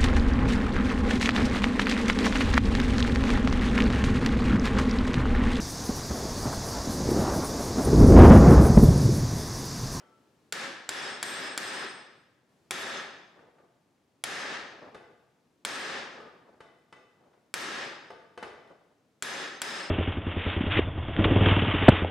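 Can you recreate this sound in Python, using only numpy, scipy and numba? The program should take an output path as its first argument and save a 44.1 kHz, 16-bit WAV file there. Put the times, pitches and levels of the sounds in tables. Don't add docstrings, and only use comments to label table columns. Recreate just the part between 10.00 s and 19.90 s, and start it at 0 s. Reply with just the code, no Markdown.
import sys
import numpy as np
from scipy import signal
from scipy.fft import rfft, irfft, next_fast_len
from scipy.io import wavfile
from scipy.ndimage import map_coordinates
from numba import njit

SR = 44100
rng = np.random.default_rng(int(sys.argv[2]) if len(sys.argv) > 2 else 0)


def store_wav(level_fs):
    pcm = np.round(np.clip(np.atleast_2d(level_fs), -1, 1) * 32767)
    wavfile.write(sys.argv[1], SR, pcm.T.astype(np.int16))


def volts_from_db(level):
    exponent = np.asarray(level, float) / 20
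    return 10 ** exponent


N = 436590

# start in seconds, force in dB, low head ring in dB, high head ring in dB,
# punch ring in dB.
BLOWS = [
    (0.524, -35, -19, -14, -10.5),
    (0.8910, -29.5, 5, -3, 0),
    (1.2282, -27, 1.5, 8.5, 2),
    (1.5767, -26.5, 4, 7.5, -5),
    (2.7087, -25.5, -9.5, -7, 1.5),
    (4.2387, -22.5, -6.5, -26.5, -10),
    (5.6499, -21, -5, -3, -6),
    (7.54, -23.5, 1.5, -1.5, -8),
    (9.2240, -29, -7, -23, 1),
    (9.6175, -31, 6, -5, -8),
]
# frequency in Hz, level in dB, t60 in seconds.
HEAD_LOW = [(5098, -11, .55), (5116, -15, .5), (5790, -26, .3)]
# frequency in Hz, level in dB, t60 in seconds.
HEAD_HIGH = [(8198, -14, .5), (11810, -21, .3), (14100, -34, .2)]
# frequency in Hz, level in dB, t60 in seconds.
PUNCH = [(3474, 2.5, 0.023), (3767, 2.5, .03), (7400, 0.5, 0.02), (10010, -3, 0.016), (11110, -7.5, .03)]
# frequency in Hz, level in dB, t60 in seconds.
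SHANK = [(5140, -4, .1), (6305, -2, .12), (8200, -12, .12), (10000, -8, .06), (11815, -14, .1)]
# frequency in Hz, level in dB, t60 in seconds.
PING = [(1500, -3, .018), (2300, -5, .018), (3300, -4, .016), (4500, -8, .015), (5600, -8, .015),
        (7450, -3, .022), (10000, -10, .025)]
# frequency in Hz, width in Hz, level in dB.
SPRING = [(383.7, 37, -0.5), (549, 17, 2.5), (790, 50, -6.5), (913, 19, -10.5), (1309, 70, -0.5),
          (1605, 110, -6.5), (1723, 160, 2), (1845, 43, -1.5)]
# frequency in Hz, density in dB per Hz.
CRACK = [(24, -70.5), (60, -15), (231, -1), (600, -1), (1800, 1.5), (4800, -4.5), (9500, -13),
         (16000, -29.5)]
# frequency in Hz, t60 in seconds.
HALL = [(60, 0.55), (250, 1.005), (1000, 0.92), (2500, 0.88), (5000, 0.79), (9000, 0.57), (15000, 0.34)]
# frequency in Hz, correlation from 0 to 1.
ALIKE = [(60, 0.75), (150, 0.93), (380, 0.88), (950, 0.64), (2380, 0.53), (5980, 0.67), (15000, 0.17)]
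# start in seconds, click peak in dB, thud in dB, sleeve ring in dB,
# punch ring in dB.
TAPS = [(0.0024, -53.5, -15, -13, -26), (3.3922, -58, 9, -3, -29), (3.5839, -61, -3, -1, -26),
        (3.9763, -75, -15, -21.5, -20), (4.9457, -42, -4, -3, -12.5), (5.2215, -81, -10, -18.5, -30),
        (6.1547, -56, -7, 2, -23), (6.2025, -50, -2, 6, -26), (6.6046, -45.5, -3, -5.5, -11),
        (6.9256, -45.5, -5, -9.5, -7), (7.2383, -66.5, 4, -8, -18), (7.3313, -63.5, 0.5, -11, -12.5),
        (8.104, -46, 5.5, 5.5, -8.5), (8.3758, -40.5, -2.5, -2.5, -8), (8.4266, -34, -2, -10.5, -13.5),
        (8.644, -73.5, -5, -13, -24.5), (8.674, -56.5, -15, -14, -13)]
# frequency in Hz, level in dB.
CLICK = [(300, 13.5), (1500, 19), (4000, 3), (9000, -11), (13000, -21.5), (16000, -72.5)]
# frequency in Hz, level in dB, t60 in seconds.
SLEEVE = [(500, 7.5, .05), (700, 4, .05), (867, 5, 0.05), (1200, 7, .035), (1500, 4, .03)]
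# frequency in Hz, level in dB, t60 in seconds.
CLINK = [(2000, 4, .07), (2540, 0, .03), (2995, 3, .05), (3500, 8, .014), (4400, 0, .012), (5170, -8, .09),
         (6310, -9, .04), (8100, -7, .03), (10000, -6, .02)]
# frequency in Hz, level in dB, t60 in seconds.
LINGER = [(371, -15, 0.89), (886, -9, 0.66), (1163, -11.5, .6), (1335, -1.5, .45), (3040, -12, .4),
          (3197, -13.5, .35), (5400, -19.5, .6)]
# time of peak in seconds, level in dB.
RUBS = [
    (0.01, -68.5),
    (3.42, -58.5),
    (3.63, -67),
    (4.83, -49.5),
    (6.2, -50.5),
    (6.48, -58.5),
    (7.26, -63),
    (8.7, -59.5),
]
# frequency in Hz, density in dB per Hz.
CLOTH = [(100, -6), (300, 6), (600, 8), (1200, -1), (2500, -20), (6000, -29.5), (16000, -56.5)]
# frequency in Hz, density in dB per Hz.
AIR = [(15, -46.5), (25, -32.5), (76, -9.5), (130, -3), (300, -2.5), (1400, -17.5), (6740, -26.5),
       (16000, -36)]
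# frequency in Hz, density in dB per Hz.
DRONE = [(15, -50.5), (40, -15.5), (90, -4), (140, -1), (320, -8), (1500, -17.5), (5000, -42),
         (16000, -64.5)]
# start in seconds, end in seconds, lift in dB.
LIFTS = [
    (0, 0.505, 4),
    (2.49, 2.705, 3),
]

LONG = 80000
HZ = np.fft.rfftfreq(LONG, 1 / SR)
T = np.arange(LONG // 2) / SR


def unit(x):
    return x / np.sqrt(np.mean(x ** 2) + 1e-20)


def along(points, hz):
    f, v = np.transpose(points)
    return np.interp(np.log(hz + 1), np.log(f + 1), v)


def spread(pair, hz):
    turn = np.arccos(np.clip(along(ALIKE, hz), -1, 1)) / 2
    mid = pair[0] * np.cos(turn)
    side = pair[1] * np.sin(turn)
    return np.array([mid + side, mid - side])


def causal(db):
    cepstrum = irfft(np.log(volts_from_db(db) + 1e-6))
    cepstrum[1:LONG // 2] *= 2
    cepstrum[LONG // 2 + 1:] = 0
    return np.exp(rfft(cepstrum))


def ring(modes, db):
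    drift = 0.02 * np.cumsum(rng.standard_normal((len(modes), len(T))), axis=1)
    body = np.zeros(len(T))
    for (hz, level, t60), turn in zip(modes, drift):
        strength_db = db + level + rng.normal(0, 2.2)
        body += volts_from_db(strength_db - 60 * T / t60) * np.sin(2 * np.pi * hz * T + turn)
    return rfft(body * (1 - np.exp(-T / 0.00046)), LONG)


def burst(t60):
    puff = volts_from_db(-60 * T / t60) * (1 - np.exp(-T / 0.00044)) * rng.standard_normal(len(T))
    return rfft(puff / np.linalg.norm(puff), LONG)


def hall(wet_db):
    gather_s = 0.002
    size = LONG * 3 // 4
    hz, t, z = signal.stft(rng.standard_normal((2, size)), SR, nperseg=256)
    decay = volts_from_db(-60 * t / along(HALL, hz)[:, None])
    tail = signal.istft(z * decay, SR, nperseg=256)[1][:, :size]
    tail = tail * np.clip(np.arange(tail.shape[1]) / SR / gather_s, 0, 1)
    return volts_from_db(wet_db) * spread(rfft(tail / np.linalg.norm(tail[0]), LONG), HZ)


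def add(track, s, spectrum):
    part = track[:, round(s * SR):][:, :LONG]
    part += irfft(spectrum, LONG)[:, :part.shape[1]]


def resonance(hz, width):
    return 1j * HZ * width / (hz * hz - HZ * HZ + 1j * HZ * width)


def hammer():
    track = np.zeros((2, N))
    upright_s = 2.5
    near_tilt_db = 2.4
    spring = 1 + volts_from_db(-2.5) * sum(volts_from_db(db) * resonance(hz, width) for hz, width, db in SPRING)
    crack = causal(along(CRACK, HZ)) * spring
    near = causal(along(CRACK, HZ) + near_tilt_db * np.log2((HZ + 50) / 1500))
    for s, force_db, low_db, high_db, punch_db in BLOWS:
        punch = [*PUNCH, *SHANK] if s > upright_s else PUNCH
        rings = ring(HEAD_LOW, low_db - 45.0) + ring(HEAD_HIGH, high_db - 41.0)
        rings = rings + ring(punch, punch_db - 42.5)
        direct = volts_from_db(4.5) * near * burst(0.056) + volts_from_db(-7.5) * rings + ring(PING, -14.5)
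        echo = (crack + rings) * hall(10.02)
        add(track, s, volts_from_db(force_db + 35.0) * (direct + echo))
    return track


def taps():
    track = np.zeros((2, N))
    bright = causal(along(CLICK, HZ))
    thud = resonance(480, 250) / (1 + 1j * HZ / 1800) ** 2
    thud = thud * HZ / (HZ - 200j)
    for s, db, thud_db, sleeve_db, punch_db in TAPS:
        steel = ring(SLEEVE, sleeve_db - 19.5) + ring(CLINK, punch_db - 18.5)
        steel = steel + volts_from_db(thud_db + 23.0) * thud
        direct = bright * burst(0.075) + steel
        echo = (bright + steel) * hall(0.4)
        add(track, s, volts_from_db(db + 13) * (direct + echo))
    add(track, 0, ring(LINGER, -61) * (1 + hall(0.5)))
    return track


def rush(spectrum):
    m = next_fast_len(N)
    hz = np.fft.rfftfreq(m, 1 / SR)
    noise = spread(rfft(rng.standard_normal((2, m))), hz)
    return unit(irfft(noise * volts_from_db(along(spectrum, hz)), m)[:, :N])


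def swells(events, rise_db_per_s, fall_db_per_s):
    t = np.arange(N) / SR
    power = np.zeros(N)
    for s, db in events:
        slope_db = np.minimum(rise_db_per_s * (t - s), fall_db_per_s * (s - t))
        power += volts_from_db(2 * (db + slope_db))
    return np.sqrt(power)


def shuffle():
    catches = map_coordinates(rng.standard_normal(N // 700 + 4), [np.arange(N) / 700])
    return swells(RUBS, 145, 67) * volts_from_db(3.4 * catches) * rush(CLOTH)


def workshop():
    t = np.arange(N) / SR
    hush_db, stir_db = -71, -39
    stirred = swells([(s + .05, db + stir_db) for s, db, *_ in BLOWS], 400, 15)
    lift_db = sum(db * ((t >= start) & (t < end)) for start, end, db in LIFTS)
    return volts_from_db(hush_db + lift_db) * rush(AIR) + stirred * rush(DRONE)


def scene():
    return (hammer() + taps() + shuffle() + workshop()) * volts_from_db([[.7], [-.7]])


@njit
def follow(power, rise, fall):
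    out = np.zeros(len(power))
    for i in range(1, len(power)):
        rate = rise if power[i] > out[i - 1] else fall
        out[i] = out[i - 1] + rate * (power[i] - out[i - 1])
    return out


def low_pass(x):
    return signal.sosfilt(signal.butter(12, 16510, fs=SR, output="sos"), x)


def record(dry):
    rise_s, fall_s = 0.0076, 0.023
    power = np.mean(dry ** 2, axis=0)
    level = np.sqrt(follow(power, 1 / (rise_s * SR), 1 / (fall_s * SR)) + 1e-12)
    x = dry * np.minimum(1, volts_from_db(-33.0) / level)
    ceiling = volts_from_db(-19.5)
    x = x / (1 + np.abs(x / ceiling) ** 4) ** .25
    band = signal.butter(2, [67.5, 15000], "bandpass", fs=SR, output="sos")
    x = signal.sosfilt(band, x)
    return low_pass(x)


dry = scene()
out = record(dry)
store_wav(out)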